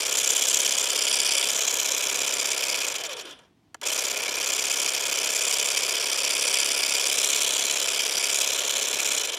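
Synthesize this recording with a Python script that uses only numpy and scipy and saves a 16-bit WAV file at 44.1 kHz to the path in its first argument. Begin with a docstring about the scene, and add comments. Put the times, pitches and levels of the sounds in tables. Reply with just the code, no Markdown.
"""Cordless grass shears trim a lawn edge, close by, beside a quiet street.
A geared motor swings one toothed blade across another: each stroke knocks, scrapes, and clashes where
the teeth cross. The gears whine and rattle the plastic housing. The trigger is let go and the drive
coasts to rest; it clicks, and the shears run again."""
import sys
import numpy as np
from scipy import signal
from scipy.fft import rfft, irfft
from scipy.io import wavfile
from scipy.ndimage import uniform_filter1d

SR = 44100
rng = np.random.default_rng(int(sys.argv[2]) if len(sys.argv) > 2 else 0)


def transcribe(u):
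    """Save the signal u as a 16-bit wav file named by the first command-line argument.

    u: samples, shape (n,) or (channels, n), limited to [-1, 1]; the rate is SR.
    q: integer samples, one column per channel.
    """
    v = np.clip(np.atleast_2d(u).T, -1, 1)
    q = np.round(v * 32767).astype(np.int16)
    wavfile.write(sys.argv[1], SR, q)


N = 413658
TIME_S = np.arange(N) / SR
FULL_TURNS_PER_S = 17

# Steel rubbing on steel. Each row: share of a crank turn, relative level in dB.
RUB_CYCLE = [(0, 7.5), (.06, -4), (.17, 7), (.3, -9), (.36, -16), (.41, -33.5), (.46, -13), (.48, -4.5),
             (.58, -1.5), (.7, 1), (.8, 0), (.86, -18), (.92, -23.5), (.99, -13.5)]
# Blade resonances. Each row: centre in Hz, width in Hz, gain in dB.
STEEL_MODES = [(2294, 153, 0), (2472, 186, 2), (3058, 213, 2), (3340, 250, 0.5), (3514, 330, -3.5),
               (4059, 290, -3), (4873, 430, -2), (5700, 510, -0.5), (6148, 390, 0), (6780, 410, -1.5),
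               (7272, 260, 4), (8140, 760, -8.5), (9050, 330, -5.5), (10000, 600, -9.5),
               (10710, 980, -14.5), (12070, 880, -10), (14550, 1500, -16.5)]
# Housing resonances. Each row: centre in Hz, width in Hz, gain in dB.
SHELL_MODES = [(264, 82, -14), (391, 94, -3.5), (493, 118, -1), (634, 118, -3), (740, 91, -5.5),
               (956, 110, -4.5), (1122, 260, -7.5), (1412, 200, -6), (1705, 113, -5), (2040, 220, -11)]


def blades(turn, speed, reach, grit_db=3.5, clink_db=1.38, return_db=1.0, clash_per_bite=.45):
    """Gritty rubbing and blows keep the dense steel modes ringing; they fall quiet at each reversal."""
    # Blade bands. Each row: low and high edge in Hz, t60 in s, knock, clash and whirr weights in dB.
    bands = [(2020, 4080, 0.04, -0.5, -5.5, -8), (3900, 5960, 0.027, -1, 2.5, -14.5),
             (6146, 8200, 0.022, 5, 10, -19), (8132, 11060, 0.0085, 13, 7, -8),
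             (10540, 14700, 0.021, 3.5, 9, -21)]
    # One row per band: base level in dB, dB per dB of bite, exponent of speed.
    band_levels = [(-30, 0.47, 0.91), (-30.5, .5, 1.3), (-30.7, 1.36, 1.83), (-36, 1.27, 1.5),
                   (-42.5, .7, 1.7)]
    # How hard the blades bite on each other and the grass. Each row: time in s, bite in dB.
    bite = [(.03, -1.5), (.18, 3), (.58, 4), (.83, 1), (1.33, 1.5), (2.78, -1.5), (3.3, -1), (3.87, 2),
            (4.18, -3.5), (4.33, -4), (4.48, -.3), (4.83, .7), (4.98, -1.5), (5.53, 1.7), (6.03, -1.5),
            (6.55, 1.6), (6.8, -.4), (7.28, 3), (8.13, -1.5), (8.38, 2.5), (8.63, -1.7), (8.78, 1),
            (8.93, -1.5), (9.14, 2), (9.3, 0)]
    # Balance of the 2.4 kHz ring against the 3.1 kHz ring. Each row: time in s, tilt in dB.
    ring_tilt = [(0, -3), (.6, -4), (1.7, -1.5), (2.1, 1.5), (2.85, 4.5), (3.3, -7.5), (3.95, 1),
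                 (4.25, 5.5), (4.7, 0.5), (6.8, 3), (7.45, -3.5), (8.2, 1.5), (8.6, -3.5), (9, 2),
                 (9.3, -3)]
    # Spread of that tilt over the modes. Each row: frequency in Hz, share of the tilt.
    tilt_shares = [(2500, 0.54), (3050, -.45), (4060, 0.016)]
    # The moved steel is heard from another angle. Each row: frequency in Hz, gain in dB at reach 1.
    directivity = [(2400, 1.65), (3200, 1.35), (4060, 1.5), (4860, 4.5), (5680, 1.5), (6200, -3.5),
                   (6800, -5.5), (7300, -0.2), (8200, 2), (10200, 3.4), (12000, -1.7), (14500, -0.5)]
    bite_db, tilt_db = in_time(bite), in_time(ring_tilt)
    facing_hz, facing_db = np.transpose(directivity)
    clatter_speed = lagging(speed, lag_s=0.016)
    return_gain = from_db((turn % 1 > .465) * return_db)   # the return stroke pulls harder
    knocks, clashes = blows(turn, clash_per_bite * bite_db)
    rub = from_db(np.interp(turn % 1, *np.transpose(RUB_CYCLE)) + grit_db * flutter(900)) ** 2
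    out = 0
    for blade_band, (level_db, bite_share, exponent) in zip(bands, band_levels):
        low_hz, high_hz, t60_s, knock_db, clash_db, whirr_db = blade_band
        fed = rub * 2 * np.log(1000) / (t60_s * SR)
        fed += knocks * from_db(knock_db) ** 2 + clashes * from_db(clash_db) ** 2
        whirr = from_db(whirr_db + 10.0 * (1 - speed))   # slow strokes sink into the gear whirr
        swing = np.sqrt(ring_down(fed * return_gain ** 2, t60_s) + whirr ** 2)
        swing /= np.sqrt(uniform_filter1d(swing ** 2, 2 * SR // FULL_TURNS_PER_S))   # like energy a turn
        steel = 0
        for hz, width_hz, db in STEEL_MODES:
            if low_hz < hz < high_hz:
                mode_db = reach * np.interp(np.log(hz), np.log(facing_hz), facing_db)
                mode_db += tilt_db * np.interp(hz, *np.transpose(tilt_shares))
                mode_db += clink_db * flutter(60)   # each blow favours other modes
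                steel += from_db(mode_db) * resonate(swing * rng.standard_normal(N), [(hz, width_hz, db)])
        gain = from_db(level_db + bite_share * bite_db)
        gain *= rattle_gain(clatter_speed, exponent, stall_speed=0.23, steepness=5.7)
        out += gain * rms_one(band(steel, 0.963 * low_hz, 1.027 * high_hz))
    return out


def blows(turn, extra_clash_db, scatter_db=1.1):
    """Energy of the backlash knocks and of the tooth clashes; no two turns are alike."""
    # Each row: angle in turns, relative level in dB, spread in turns, clash share (0 knock, 1 clash).
    contacts = [(.002, 5.5, 0.00069, 0.019), (.018, 3, 0.0046, 0.25), (0.097, -1.5, 0.0083, 0.52),
                (.135, -1, 0.0061, .5), (.19, 0.5, .008, 0.61), (.24, 7.5, 0.0087, 0.94),
                (.265, 7.5, 0.0059, 0.77), (0.299, 2.5, 0.0078, 0.9), (0.471, 4, 0.0031, 0.11),
                (.49, 5, .005, 0.098), (.595, -8, .01, 0.75), (.66, 0, 0.0084, 0.37),
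                (.745, 6.5, 0.013, 0.72), (0.783, 1, 0.0069, 0.96)]
    angle, level_db, spread, clash = np.transpose(contacts)
    turns = np.arange(int(turn[-1]) + 1)[:, None]
    late, harder = rng.standard_normal((2, len(turns), len(angle)))
    angles = turns + angle + spread * late
    energy = from_db(level_db + scatter_db * harder) ** 2
    knocks = at_angles(turn, angles, energy * (1 - clash))
    clashes = at_angles(turn, angles, energy * clash) * from_db(extra_clash_db) ** 2
    return knocks, clashes


def radiation_null(x, reach, width_hz=650, mid_depth_db=8.5, db_per_reach=5.5, block=256):
    """The blade radiates unevenly: a notch moves as the tool turns and deepens as it comes near."""
    # Each row: time in s, notch centre in Hz.
    null_path = [(1.4, 4000), (1.7, 4450), (2.8, 3960), (7.05, 4020), (7.3, 4900), (7.65, 5150),
                 (7.95, 4050), (8.3, 4130), (8.6, 4900), (9.38, 4530)]
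    null_hz = in_time(null_path)
    depth_db = np.maximum(mid_depth_db + db_per_reach * reach, 0)
    r = np.exp(-np.pi * width_hz / SR)
    zeros = np.array([1, 0, -1]) * (1 - r * r) / 2
    state, out = np.zeros(2), x.copy()
    for i in range(0, N, block):
        poles = [1, -2 * r * np.cos(2 * np.pi * null_hz[i] / SR), r * r]
        part, state = signal.lfilter(zeros, poles, x[i:i + block], zi=state)
        out[i:i + block] -= (1 - from_db(-depth_db[i])) * part
    return out


def crank(start_turn=.158, spin_up_s=.018, coast_s=.397, friction_turns_per_s=1.2):
    """Turns made and share of full speed: a fast spin-up, then a coast against drag and friction."""
    # Trigger. Each row: press time in s, release time in s.
    runs = [(-1, 2.822), (3.813, 9.137)]
    # Crank under power. Each row: time in s, turns per s.
    motor_speed = [(0, 16.67), (.5, 16.8), (.9, 16.65), (1.8, 16.77), (2.8, 16.62), (4, 16.45), (4.8, 16.9),
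                   (5.4, 16.96), (6, 16.94), (7.4, 17.17), (7.95, 16.92), (8.4, 17.16), (9.1, 17.0)]
    powered = in_time(motor_speed)
    turns_per_s = np.zeros(N)
    for press_s, release_s in runs:
        driven = powered * (1 - np.exp(-np.maximum(TIME_S - press_s, 0) / spin_up_s))
        drag = np.exp(-np.maximum(TIME_S - release_s, 0) / coast_s)
        coasting = (driven + friction_turns_per_s) * drag - friction_turns_per_s
        turns_per_s = np.where(TIME_S > press_s, np.maximum(coasting, 0), turns_per_s)
    return start_turn + np.cumsum(turns_per_s) / SR, turns_per_s / FULL_TURNS_PER_S


def housing(turn, fault_count=60, jitter_turns=0.0026, scatter_db=3.0, rub_share=0.2):
    """The same gear faults come round every turn and, with loose play, rattle the plastic shell."""
    turns = np.arange(int(turn[-1]) + 1)[:, None]
    faults = (np.arange(fault_count) + rng.random(fault_count)) / fault_count
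    late, harder = rng.standard_normal((2, len(turns), fault_count))
    sizes = rng.choice([-1, 1], fault_count) * from_db(scatter_db * harder)
    ticks = at_angles(turn, turns + faults + jitter_turns * late, sizes)
    strain = from_db(rub_share * np.interp(turn % 1, *np.transpose(RUB_CYCLE)))
    loose_play = rng.standard_normal(N)
    force = strain * (rms_one(ticks) + loose_play)
    return rms_one(band(resonate(force, SHELL_MODES), 236, 2060))


def gear_hum(turn, speed, mesh_per_turn=75, waver=0.64):
    """Mesh whine sliding through the shell's resonances, unbalance shake, and the gear wheel's ring."""
    # Each row: mesh harmonic, relative level in dB on resonance, shell resonance in Hz, width in Hz.
    whine_orders = [(1, -1.5, 520, 150), (2, -10.5, 1100, 120)]
    # Each row: multiple of the crank rate, relative level in dB at full speed.
    shake_orders = [(5, -36), (6, -46.5), (7, -37), (8, -44), (11, -37.5), (12, -32.5), (15, -30),
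                    (17, -30)]
    mesh_hz = mesh_per_turn * FULL_TURNS_PER_S * speed
    mesh_rad = 2 * np.pi * np.cumsum(mesh_hz) / SR + 0.51 * flutter(120)   # gear play roughens the whine
    whine = sum(from_db(db) / (1 + ((k * mesh_hz - hz) / width_hz) ** 2) * np.sin(k * mesh_rad)
                for k, db, hz, width_hz in whine_orders)
    shake = sum(from_db(db) * np.sin(2 * np.pi * (k * turn + rng.random()) + 0.7 * flutter(14))
                for k, db in shake_orders)
    wheel = [(3400, 220, 0)]   # centre Hz, width Hz, dB
    ring = from_db(-16.0) * rms_one(resonate(resonate(rng.standard_normal(N), wheel), wheel))
    return ring + np.sqrt(2) * (whine + shake * speed ** 2) * (1 + waver * flutter(70))


def trigger_clicks():
    """The trigger and the drive taking up its slack send short cracks through shell and blades."""
    # Each row: start in s, peak in dB, t60 in s, steel share from 0 to 1.
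    clicks = [(3.744, -27, 0.024, 0.11), (3.766, -56, .02, 0.1), (3.8137, -26, 0.013, 0.5),
              (3.82, -29, .03, 0.1)]
    out = np.zeros(N)
    for start_s, peak_db, t60_s, steel in clicks:
        crack = rng.standard_normal(SR // 10) * from_db(-60 * TIME_S[:SR // 10] / t60_s)
        ring = (1 - steel) * resonate(crack, SHELL_MODES) + steel * resonate(crack, STEEL_MODES)
        click = band(ring, 380, 12000, order=2)
        at = round(start_s * SR)
        out[at:at + len(click)] += from_db(peak_db) * click / np.abs(click).max()
    return out


def street(level_db=-64):
    """Smooth far-off rumble."""
    # Each row: frequency in Hz, relative spectral density in dB.
    spectrum = [(18, -67), (30, -37), (53, -9), (92, -7.5), (154, -5.5), (222, -6), (312, -5), (581, -23),
                (662, -15), (1440, -26), (3410, -27), (15000, -45)]
    hz, db = np.transpose(spectrum)
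    colour = from_db(np.interp(np.log(np.fft.rfftfreq(N, 1 / SR) + 1), np.log(hz), db))
    return from_db(level_db) * rms_one(irfft(rfft(rng.standard_normal(N)) * colour, N))


def rattle_gain(speed, exponent, stall_speed, steepness):
    """Grows as a power of speed; collapses below stall_speed, a share of full speed."""
    return speed ** exponent / (1 + (stall_speed / (speed + 1e-6)) ** steepness)


def at_angles(turn, angles, sizes):
    """An impulse as the crank passes each angle."""
    at = np.searchsorted(turn, angles.ravel())
    inside = (at > 0) & (at < N)
    return np.bincount(at[inside], sizes.ravel()[inside], N)


def ring_down(power, t60_s):
    """Energy fed to a part dies away; a unit blow starts at 1."""
    return signal.lfilter([1], [1, -np.exp(-2 * np.log(1000) / (t60_s * SR))], power + 1e-18)


def resonate(x, modes):
    """Parallel resonances of alternating sign."""
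    out = 0
    for k, (hz, width_hz, db) in enumerate(modes):
        r = np.exp(-np.pi * width_hz / SR)
        poles = [1, -2 * r * np.cos(2 * np.pi * hz / SR), r * r]
        out += (-1) ** k * from_db(db) * (1 - r * r) / 2 * signal.lfilter([1, 0, -1], poles, x + 1e-18)
    return out


def band(x, low_hz, high_hz, order=3):
    """Causal band-pass."""
    return signal.sosfilt(signal.butter(order, [low_hz, high_hz], "band", fs=SR, output="sos"), x)


def lagging(x, lag_s):
    """First-order lag."""
    r = np.exp(-1 / (lag_s * SR))
    return x[0] + signal.lfilter([1 - r], [1, -r], x - x[0])


def flutter(per_s):
    """Random wavering of rms 1."""
    return rms_one(np.interp(TIME_S * per_s, np.arange(N), rng.standard_normal(N)))


def in_time(rows):
    """A (time in s, value) curve at every sample."""
    return np.interp(TIME_S, *np.transpose(rows))


def from_db(db):
    """Decibels to gain."""
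    return 10 ** (np.asarray(db) / 20)


def rms_one(x):
    """Scale to rms 1."""
    return x / np.sqrt(np.mean(x ** 2) + 1e-20)


def scene():
    """One crank drives blades, housing and gears; clicks and street are added. Mono."""
    # The hand moves the tool to and fro. Each row: time in s, reach (about -1 far to 1 near).
    hand_path = [(0.03, 0.23), (0.13, -0.71), (0.83, -0.22), (1.13, 1.3), (1.38, 1.2), (1.58, -1.3),
                 (2.78, 0.21), (2.88, -0.75), (5.63, 0.067), (6.63, 1.06), (7.68, -0.4), (8.23, 0.92),
                 (8.38, -0.37), (9.16, -0.44)]
    reach = in_time(hand_path)
    turn, speed = crank()
    steel = radiation_null(blades(turn, speed, reach), reach)
    shell_gain = from_db(-37.5) * rattle_gain(speed, exponent=0.4, stall_speed=0.22, steepness=4.5)
    shell = shell_gain * (housing(turn) + gear_hum(turn, speed))
    return (steel + shell + trigger_clicks() + street())[None]


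def record(dry, cutoff_hz=15900):
    """Steep low-pass."""
    return signal.sosfilt(signal.ellip(10, .2, 80, cutoff_hz, fs=SR, output="sos"), dry)


dry = scene()
out = record(dry)
transcribe(out)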